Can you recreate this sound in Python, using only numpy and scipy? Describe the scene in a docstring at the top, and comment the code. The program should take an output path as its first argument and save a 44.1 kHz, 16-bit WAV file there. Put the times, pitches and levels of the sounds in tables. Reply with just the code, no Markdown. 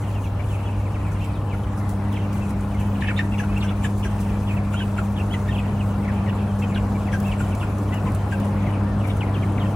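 """Young chickens peep and break into short clucks in a long poultry house; hundreds more chirp far off.
Each call is a gliding whistle from the bird's voice box, which flutters and rasps when it is hoarse.
Big exhaust fans in the end wall hum and push a rumble of air. Dry litter rustles and crunches
under feet and beaks, and the calls echo off the floor, feeders and walls."""
import sys
import numpy as np
from scipy import signal
from scipy.io import wavfile

SR = 44100
rng = np.random.default_rng(int(sys.argv[2]) if len(sys.argv) > 2 else 0)


def wav_out(sig):
    """Save sig, one row per channel (or a flat mono array), as 16-bit PCM at SR to the path in sys.argv[1]."""
    wavfile.write(sys.argv[1], SR, np.round(np.clip(np.atleast_2d(sig).T, -1, 1) * 32767).astype(np.int16))


N = 429975
TIME = np.arange(N) / SR
THROAT_HZ = (2130, 2850)  # the band where a bird's throat rings most

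# Peeps that slide down (a positive pan is to the left): start_s, length_s, middle_hz, level_db, pan_db
FALLING_PEEPS = [(0.032, 0.043, 2500, -58, -5), (.127, 0.077, 2740, -49.5, 1), (.225, 0.055, 2650, -50, -2),
                 (0.481, 0.077, 2880, -48.5, 0), (.542, .02, 2740, -49, 0), (.645, 0.071, 2800, -49, -1),
                 (0.847, 0.041, 2280, -50, 0), (.94, 0.029, 2460, -47, 0), (1.02, 0.074, 2480, -53, 0),
                 (1.33, .06, 3500, -54, 0), (1.417, 0.02, 2850, -58, 0), (1.5, 0.05, 2350, -48, 2),
                 (2.115, .041, 3100, -49, -4), (2.161, 0.02, 2590, -39.5, -4), (2.232, 0.035, 2500, -54, 0),
                 (2.713, 0.056, 2340, -51, -2), (2.793, 0.034, 2590, -50, 2), (3.005, 0.018, 3900, -45, -2),
                 (3.1, 0.021, 1510, -36, 0), (3.198, 0.02, 1770, -38, -1), (3.603, 0.024, 3680, -41, 1),
                 (4.467, 0.065, 2720, -40, -1), (4.56, 0.038, 2440, -45.5, -2), (5.035, .05, 2400, -56, 4),
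                 (5.155, 0.041, 3020, -43.5, -1), (5.503, 0.034, 3000, -43, -3),
                 (5.539, 0.04, 2850, -40.5, -3), (5.578, 0.031, 2620, -38, 0),
                 (5.792, .036, 2720, -43.5, -.5), (6.03, 0.041, 2280, -47.5, 5),
                 (6.075, 0.037, 1820, -40, 3), (6.256, 0.047, 1910, -44, 5), (6.382, .05, 2790, -51.5, 2),
                 (6.68, 0.065, 2400, -48, 0), (6.745, 0.017, 3340, -40, -1), (7.066, 0.032, 2230, -43, 5),
                 (7.313, 0.029, 2550, -38.5, 2), (7.514, .039, 2580, -47.5, 0),
                 (7.599, 0.041, 2860, -42, -2), (8.068, .029, 2340, -45, 5), (8.388, 0.032, 3180, -59, 0),
                 (8.596, 0.053, 3150, -56, 0), (8.647, 0.049, 2130, -45.5, 1), (8.721, .043, 2590, -49, 6),
                 (8.993, .035, 2850, -50, -2), (9.033, .033, 2320, -46, 10), (9.202, 0.036, 2520, -38, 4),
                 (9.259, 0.049, 2000, -48, 2), (9.335, 0.041, 2870, -44, 7),
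                 (9.418, 0.025, 2270, -43.5, -1), (9.576, .016, 2200, -40, 0),
                 (9.592, 0.047, 3150, -43.5, -1), (9.617, .04, 2000, -47, 2), (9.65, .025, 2900, -47, 0)]
# Peeps that rise and then fall: start_s, length_s, top_hz, level_db, pan_db, hoarseness (0 is clear)
ARCHED_PEEPS = [(0.392, 0.027, 2330, -46, 9, 0.6), (1.197, 0.059, 2710, -47, -2, 0.66),
                (2.393, 0.083, 2650, -51, 3, 0.47), (3.017, 0.041, 2580, -41, -2, 1.05),
                (3.056, 0.071, 2600, -36.5, 0, 0.93), (3.161, 0.028, 3760, -38.5, -7, 0.37),
                (3.315, 0.04, 2770, -42, 2, .6), (3.378, .024, 2805, -40, 0, 0.64),
                (3.47, 0.098, 2580, -49, -1, .7), (3.558, 0.031, 2860, -37.5, 0, 0.37),
                (3.622, 0.019, 2920, -36, 0, 0.72), (3.653, 0.061, 2920, -45, -1, .9),
                (3.832, .039, 3070, -41, -2, 0.88), (4.024, 0.029, 2880, -41, 0, 0.63),
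                (4.746, 0.097, 3246, -38, 0, 0.48), (5.192, 0.028, 2790, -40, 0, 0.3),
                (5.302, 0.056, 3330, -40, 0, 0.3), (6.275, 0.036, 2850, -44.5, 0, .5),
                (6.615, .0385, 2785, -39.5, 0, 0.74), (6.755, 0.034, 2860, -40, -2, 0.77),
                (6.942, 0.036, 2400, -48, 2, .6), (7.231, 0.091, 2680, -45, -1, .25),
                (7.912, 0.085, 2960, -46.5, 0, 0.38), (7.917, 0.036, 2030, -41, 5, 0.77),
                (8.325, .04, 2740, -45.5, 1, 0.2), (8.832, 0.14, 1840, -52, 3, 0),
                (9.069, 0.05, 2900, -44.5, 4, 1.07)]
def near_peeps():
    """Nearby birds peep in two shapes, a slide and an arch, stretched to each call's pitch and length."""
    slides = [(start, length, 1.28 * hz, hz, .85 * hz, db, pan_db, .52)  # all mildly hoarse
              for start, length, hz, db, pan_db in FALLING_PEEPS]
    arches = [(start, length, .82 * hz, hz, .76 * hz, db, pan_db, hoarse)
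              for start, length, hz, db, pan_db, hoarse in ARCHED_PEEPS]
    return peeps(slides + arches, second_db=-28, third_db=-23)


def peeps(calls, second_db, third_db):
    """Each peep glides through three pitches; a hoarse one also flutters, rasps and buzzes."""
    out = np.zeros((2, N))
    rasp = .36 * noise_in(THROAT_HZ, (2, N))
    flutter = .05 * drift(55) + .018 * drift(450)
    shimmer_db = 4 * np.minimum(drift(80) + drift(400), 2)
    buzz, below, above = voice_buzz(buzz_hz=540, side_db=-5)
    # each bird calls from its own direction and reaches one ear first
    ear_lags = np.round(rng.uniform(-1, 1, len(calls)) * .00011 * SR).astype(int)
    for (start, length, first, middle, last, db, pan_db, hoarse), lag in zip(calls, ear_lags):
        at = span(start, start + length)
        progress = np.clip((TIME[at] - start) / length, 0, 1)
        glide = np.polyval(np.polyfit([0, .5, 1], [first, middle, last], 2), progress)
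        pitch = glide * (1 + hoarse * flutter[at])
        phase = 2 * np.pi * np.cumsum(pitch) / SR
        side_tones = below[at] * np.sin(phase - buzz[at]) + above[at] * np.cos(phase + buzz[at])
        voice = whistle(pitch, second_db, third_db) + hoarse ** 2 * np.sqrt(2) * side_tones
        voice = rms_one(voice * from_db(hoarse * shimmer_db[at]))
        voice *= from_db(-3 * np.clip((pitch - 2850) / 400, 0, 1))  # weaker above the throat's band
        both_ears = [voice, np.roll(voice, lag)] + hoarse * rasp[:, at]
        swell = np.sqrt(2 * np.abs(np.sin(np.pi * progress ** 1.22)))
        out[:, at] += panned(both_ears * swell * from_db(db), pan_db)
    return out


def whistle(pitch, second_db, third_db):
    """The voice box makes a tone with weaker overtones at two and three times its pitch."""
    phase = 2 * np.pi * np.cumsum(pitch) / SR
    overtones = from_db(second_db) * np.sin(2 * phase) + from_db(third_db) * np.sin(3 * phase)
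    return np.sqrt(2) * (np.sin(phase) + overtones)


def voice_buzz(buzz_hz, side_db):
    """A rough voice buzzes, adding a tone below and above the whistle: the buzz's phase, their gains."""
    phase = 2 * np.pi * np.cumsum(buzz_hz * np.exp(.2 * drift(15))) / SR
    below, above = (from_db(side_db + 5 * np.minimum(drift(45), 1.3)) for _ in range(2))
    return phase, below, above


# Clucks, each centred on its low note:
# time_s, half_length_s, pitch_hz, level_db, overtone_db, relative_hiss_db, beak_ring_hz
CLUCK_NOTES = [(1.548, 0.009, 1365, -41, -20, -76, 6000), (3.025, .004, 1760, -29, -26, -67, 6600),
               (3.047, .004, 1760, -31, -25, -72, 6600), (3.088, .0037, 1746, -27, -25, -69, 6500),
               (3.195, 0.0042, 1820, -21, -15, -62, 7300), (3.403, 0.0063, 1670, -29.5, -22, -55.5, 6100),
               (3.44, .0044, 1422, -34, -16, -66, 5750), (3.648, .005, 1560, -38, -8, -57, 5750),
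               (3.715, 0.0068, 1344, -34.5, -19, -71, 6000), (3.851, .0065, 1705, -28.5, -17, -51, 7300),
               (4.056, 0.0065, 1590, -33.5, -20, -55.5, 5850), (4.746, .005, 1382, -31, -9, -58, 7050),
               (4.809, 0.0049, 1540, -33.5, -14, -74, 7600), (4.991, .008, 1364, -27, -34, -59, 7450),
               (5.345, 0.0077, 1995, -34, -18, -62, 6800), (5.494, 0.011, 1845, -35, -14, -69, 7000),
               (6.764, .005, 1520, -34, -8, -73, 6000), (7.142, 0.015, 1620, -30.5, -20, -55.5, 5800),
               (7.41, 0.0067, 1403, -31.5, -17, -56, 7500), (7.636, 0.0081, 1414, -35.5, -14, -63, 7600),
               (8.074, 0.017, 1015, -34.5, -12, -68, 7000), (8.329, 0.0084, 1560, -31, -24, -60, 7550)]
def clucks(lead_s, lead_db, leap, jitter, rasp):
    """A thin high note breaks down to a short, loud, rough one; the throat rasps and the beak hisses."""
    out = np.zeros((2, N))
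    flutter, shake = drift(458), np.minimum(drift(500), 2)
    throat, hiss = noise_in(THROAT_HZ, (2, N)), noise_in((5950, 10800), (2, N))
    grit, crackle = rms_one(from_db(1.2 * shake)), from_db(3.5 * shake)
    for time_s, half_length, hz, db, overtone_db, hiss_db, beak_hz in CLUCK_NOTES:
        at = span(time_s - .06, time_s + .06)
        t = TIME[at] - time_s
        high = (1 - np.tanh((t + .65 * half_length + .004) / .0025)) / 2  # 1 before the break, then 0
        sag = np.exp(-rng.uniform(1, 5) * np.clip(t, -.008, .02))
        wobble = 1 + jitter * flutter[at] * (high + .61)
        pitch = hz * (1 + (leap - 1) * high) * sag * wobble
        low_note = np.exp(-(t / (.9 * half_length)) ** 2)
        lead_note = from_db(lead_db) * crackle[at] * np.exp(-((t + .2 * lead_s) / lead_s) ** 2)
        puff = np.exp(-((t + .002) / .018) ** 2)
        tone = whistle(pitch, overtone_db, third_db=-29.5) * (low_note + lead_note)
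        voice = from_db(db) * (tone + rasp * puff * throat[:, at]) * grit[at]
        beak_ring = noise_in((beak_hz - 275, beak_hz + 275), (2, len(at)))
        breath = from_db(hiss_db + 7.5) * puff * (hiss[:, at] + beak_ring)
        out[:, at] += panned(voice + breath, pan_db=1.3)
    return out


def far_birds(count, pitch_hz, spread, length_s, fall, hoarse):
    """Birds all over the house call at random times, mostly falling in pitch, some hoarser than others."""
    when, long, size, bend, steep, loud, side, rough = rng.uniform(-1, 1, (count, 8)).T
    starts, lengths = (when + 1) / 2 * TIME[-1], length_s * 2 ** long
    middle_hz = pitch_hz * np.exp(spread * size)
    drop = fall * (1 + .73 * steep)
    first_hz, last_hz = middle_hz * (1 + drop * bend / 2 + drop), middle_hz * (1 - drop)
    calls = zip(starts, lengths, first_hz, middle_hz, last_hz, 5 * loud, 5 * side, hoarse * (1 + rough / 2))
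    return rms_one(peeps(list(calls), second_db=-19, third_db=-41))


# The hum's three tones along the way through the house: time_s, first_db, second_db, third_db
HUM_LEVELS = [(0.0, -25, -36.5, -43.5), (0.43, -25.5, -46, -43.5), (2.15, -25.5, -28.5, -39.5),
              (7.3, -25, -27, -46.5), (7.85, -25, -35, -40), (8.6, -24.5, -27, -40.5),
              (9.38, -22.5, -33.5, -37), (9.75, -23.5, -29.5, -39)]
# How much the upper two tones waver: time_s, share_of_strength
HUM_WAVER = [(5.5, .08), (7.3, .15), (8, .3)]
def fan_hum(pitch_hz):
    """The fans hum on one low tone, with wavering overtones at two and three times its pitch."""
    phase = 2 * np.pi * pitch_hz * TIME
    waver, = in_time(HUM_WAVER)
    hum = 0
    for k, db, pan_db in zip((1, 2, 3), in_time(HUM_LEVELS), (.22, .85, .8)):
        swing = 1 + (k > 1) * waver * (drift(6.8) + 1j * drift(4.9))  # shakes strength and phase
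        angle = k * phase + .34 * drift(5.4) + rng.uniform(0, 2 * np.pi)
        tone = np.sqrt(2) * np.imag(swing * np.exp(1j * angle))
        hum += panned(from_db(db + .29 * drift(1)) * tone, pan_db)
    return hum


# Thin tones of the fans: pitch_hz, level_db
WHINE_TONES = [(401, -53), (497, -54.5), (602, -52), (825, -49.5), (926, -52), (1028, -53.5)]
def fan_whine():
    """The fans also give off faint, nearly steady higher tones."""
    whine = sum(from_db(db + .56 * drift(1.8)) * np.sin(2 * np.pi * hz * TIME + drift(2.5))
                for hz, db in WHINE_TONES)
    return panned(np.sqrt(2) * whine, pan_db=2.5)


# How the air noise swells: time_s, relative_rumble_db, relative_rush_db
AIR_LEVELS = [(0.0, -33.5, -39), (4.61, -32, -36), (4.97, -34, -36.5), (5.4, -32, -35.5),
              (9.75, -34.5, -32.5)]
# Tone colour of the deep rumble: frequency_hz, relative_db
RUMBLE_COLOUR = [(16, -24), (30, -24), (42, -6.5), (62, 1.5), (85, -6), (105, -7.5), (140, -9), (220, -18)]
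# Tone colour of the brighter rush: frequency_hz, relative_db
RUSH_COLOUR = [(90, 1), (135, 8), (220, 6), (330, -2), (620, -2.5), (1000, -5.5), (1450, -12), (2000, -25),
               (3000, -28), (4500, -31.5), (8000, -53)]
def fan_air():
    """Air pushed by the fans rumbles and rushes."""
    rumble_db, rush_db = in_time(AIR_LEVELS)
    deep = banded_noise(RUMBLE_COLOUR, flicker_db=1).mean(axis=0)  # long waves reach both ears alike
    rumble = from_db(rumble_db + 3.5) * rms_one(deep)
    air = banded_noise(RUSH_COLOUR, flicker_db=1.5)
    low = signal.sosfilt(signal.butter(1, 620, fs=SR, output="sos"), air)
    swell_db = rush_db - rush_db.mean()
    rush = from_db(swell_db) * low + from_db(.53 * swell_db) * (air - low)  # the treble swells less
    return rumble + from_db(rush_db.mean() + 5) * rush


# Loudness of the constant rustle: time_s, relative_db
RUSTLE_LEVELS = [(0.0, -54), (0.32, -55.5), (1.17, -55.5), (1.41, -58), (4.07, -53.5), (5.76, -54),
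                 (6.3, -55.5), (6.81, -54.5), (7.39, -51.5), (8.77, -57), (9.75, -54)]
# Tone colour of the dry husks: frequency_hz, relative_db
RUSTLE_COLOUR = [(2500, -10), (5100, -8), (5900, -2), (8000, -2), (11000, -1.5), (12500, -12.5),
                 (16000, -1.5)]
# Crunches in the litter: start_s, relative_db
LITTER_CRUNCHES = [(1.115, -49), (1.24, -48), (1.772, -46.5), (1.888, -44), (2.122, -51), (2.325, -49),
                   (2.49, -46.5), (2.795, -48), (3.974, -49), (4.2, -44), (6.585, -48.5), (7.265, -50),
                   (7.48, -50), (7.572, -51), (8.442, -48.5), (9.07, -46), (9.16, -51)]
# Sharp pecks: start_s, relative_db
SHARP_PECKS = [(3.578, -43), (7.2, -38), (7.227, -48), (7.549, -38), (7.783, -45), (7.941, -41),
               (8.118, -45), (8.147, -36), (8.399, -41)]
def litter():
    """Dry husks rustle all the time and crunch where a foot or a beak comes down."""
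    level_db, = in_time(RUSTLE_LEVELS)
    snaps = from_db(2.6 * np.clip(drift(350), -2, 2))  # single husks break
    crunches = bursts(LITTER_CRUNCHES, decay_s=.03) * snaps
    pecks = bursts(SHARP_PECKS + faint_pecks(per_s=2.5), decay_s=.006)
    rustle = from_db(level_db + 1) * rms_one(from_db(.74 * drift(200) + 1.28 * drift(8.1)))
    strength = np.hypot(rustle, from_db(2.5) * (crunches + pecks))
    left, right = banded_noise(RUSTLE_COLOUR, flicker_db=1.84) * strength
    return np.array([np.roll(left, 1), right])  # the left is one sample late: a slight stereo offset


def faint_pecks(per_s):
    """Birds further off peck at random times; gives rows of start_s, relative_db."""
    when, size = rng.random((int(per_s * TIME[-1]), 2)).T
    return list(zip(when * TIME[-1], -78 + 30 * size))


def bursts(hits, decay_s):
    """The strength of each hit jumps up and then dies away."""
    out = np.zeros(N)
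    for start, db in hits:
        at = span(start, start + 5 * decay_s)
        t = np.maximum(TIME[at] - start, 0)
        out[at] += from_db(db) * (1 - np.exp(-t / (.12 * decay_s))) * np.exp(-t / decay_s)
    return out


def floor_bounce(sound, delay_s):
    """The floor sends back a slightly late copy of the sound."""
    return np.array([np.interp(TIME - delay_s, TIME, side) for side in sound])


def echoes(sound, count, first_s, last_s):
    """Sound bounces off the floor, feeders and posts, differently for each ear."""
    out = np.zeros((2, N))
    for k, delay_s in enumerate(rng.uniform(first_s, last_s, 2 * count)):
        ear, lag = k % 2, int(delay_s * SR)
        out[ear, lag:] += sound[ear, :N - lag] * (-1) ** (k // 2)
    return out / np.sqrt(count)


def house_reverb(sound, count=10, fade_s=.36):
    """Sound runs back and forth between the walls, losing 60 dB every fade_s, and then scatters."""
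    out = np.zeros((2, N))
    for k, lag in enumerate((rng.uniform(.02, .06, 2 * count) * SR).astype(int)):
        ear, gain = k % 2, from_db(-60 * lag / SR / fade_s)
        loop = sound[ear].copy()
        for i in range(lag, N, lag):
            loop[i:i + lag] += gain * loop[i - lag:i][:N - i]
        out[ear] += loop - sound[ear]
    return echoes(out / np.sqrt(count), count=6, first_s=.00055, last_s=.012)


# How alike the noise is at the two ears: frequency_hz, likeness (1 is the same)
EAR_LIKENESS = [(60, .999), (130, .993), (300, .98), (700, .85), (1400, .76), (2800, .35), (6000, .62),
                (14000, .5)]
# How far the noise leans to the left: frequency_hz, pan_db
NOISE_PAN = [(80, 0), (300, .8), (700, 2.8), (1400, 3), (2800, .3), (12000, 0)]
TOP_HZ = 15850  # upper edge of the treble
def banded_noise(colour, flicker_db):
    """Stereo noise for air and litter, built from bands that each flicker on their own."""
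    edges = np.geomspace(colour[0][0], min(colour[-1][0], TOP_HZ), 2 * len(colour))
    out, white = 0, rng.standard_normal((2, 2, N))
    for k, band in enumerate(zip(edges, edges[1:])):
        shared, side = signal.sosfilt(signal.butter(2, band, "band", fs=SR, output="sos"), white[k % 2])
        hz = np.sqrt(band[0] * band[1])
        alike = at_hz(EAR_LIKENESS, hz)
        pair = np.sqrt(1 + alike) * shared + np.sqrt(1 - alike) * side * [[1], [-1]]
        gain = from_db(at_hz(colour, hz) + flicker_db * drift(12.6))
        out += gain * panned(pair, at_hz(NOISE_PAN, hz))
    return rms_one(out)


def noise_in(band_hz, shape):
    """Noise between two frequencies, with an average strength of 1."""
    band = signal.butter(2, band_hz, "band", fs=SR, output="sos")
    return rms_one(signal.sosfilt(band, rng.standard_normal(shape)))


def drift(rate_hz):
    """A smooth random wobble of about 1 either way; a higher rate wobbles faster."""
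    pole = np.exp(-40 * np.pi * rate_hz / SR)
    slow = signal.lfilter([1], [1, -2 * pole, pole * pole], rng.standard_normal(N // 20 + 4002))[4000:]
    return np.interp(np.arange(N) / 20, np.arange(len(slow)), rms_one(slow))


def from_db(db):
    """Turn decibels into a number to multiply by."""
    return 10 ** (np.asarray(db) / 20)


def rms_one(sound):
    """Scale to an average strength (rms) of 1."""
    return sound / np.sqrt(np.mean(sound ** 2) + 1e-20)


def in_time(rows):
    """Join a table's points into one curve over time for each column."""
    times, *columns = np.transpose(rows)
    return [np.interp(TIME, times, column) for column in columns]


def at_hz(rows, hz):
    """Read a table at any frequency, with octaves evenly spaced."""
    frequencies, values = np.transpose(rows)
    return np.interp(np.log(hz), np.log(frequencies), values)


def span(start_s, end_s):
    """Sample numbers between two times."""
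    return np.arange(max(int(start_s * SR), 0), min(int(end_s * SR), N))


def panned(sound, pan_db):
    """Make the left side pan_db louder than the right."""
    return sound * from_db(np.array([[pan_db], [-pan_db]]) / 2)


def scene():
    """Near birds with their echoes, the far flock heard through the house, fans and litter."""
    near = near_peeps() + clucks(lead_s=.013, lead_db=-18, leap=1.9, jitter=.042, rasp=.26)
    near += from_db(-18) * floor_bounce(near, delay_s=.00266)
    early = from_db(-7) * echoes(near, count=12, first_s=.00194, last_s=.018)
    chirps = far_birds(count=380, pitch_hz=2468, spread=.3, length_s=.036, fall=.1398, hoarse=.62)
    murmur = far_birds(count=140, pitch_hz=908, spread=.55, length_s=.0234, fall=.169, hoarse=.7)
    far = from_db(-48) * (chirps + murmur)
    reverb = house_reverb(from_db(-13.5) * near + .84 * far)
    birds = near + early + .5 * far + reverb
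    return birds + litter() + fan_hum(pitch_hz=100.1) + fan_whine() + fan_air()


def record(dry):
    """The very highest treble is cut off steeply."""
    return signal.sosfilt(signal.ellip(10, .1, 80, TOP_HZ, fs=SR, output="sos"), dry)


dry = scene()
out = record(dry)
wav_out(out)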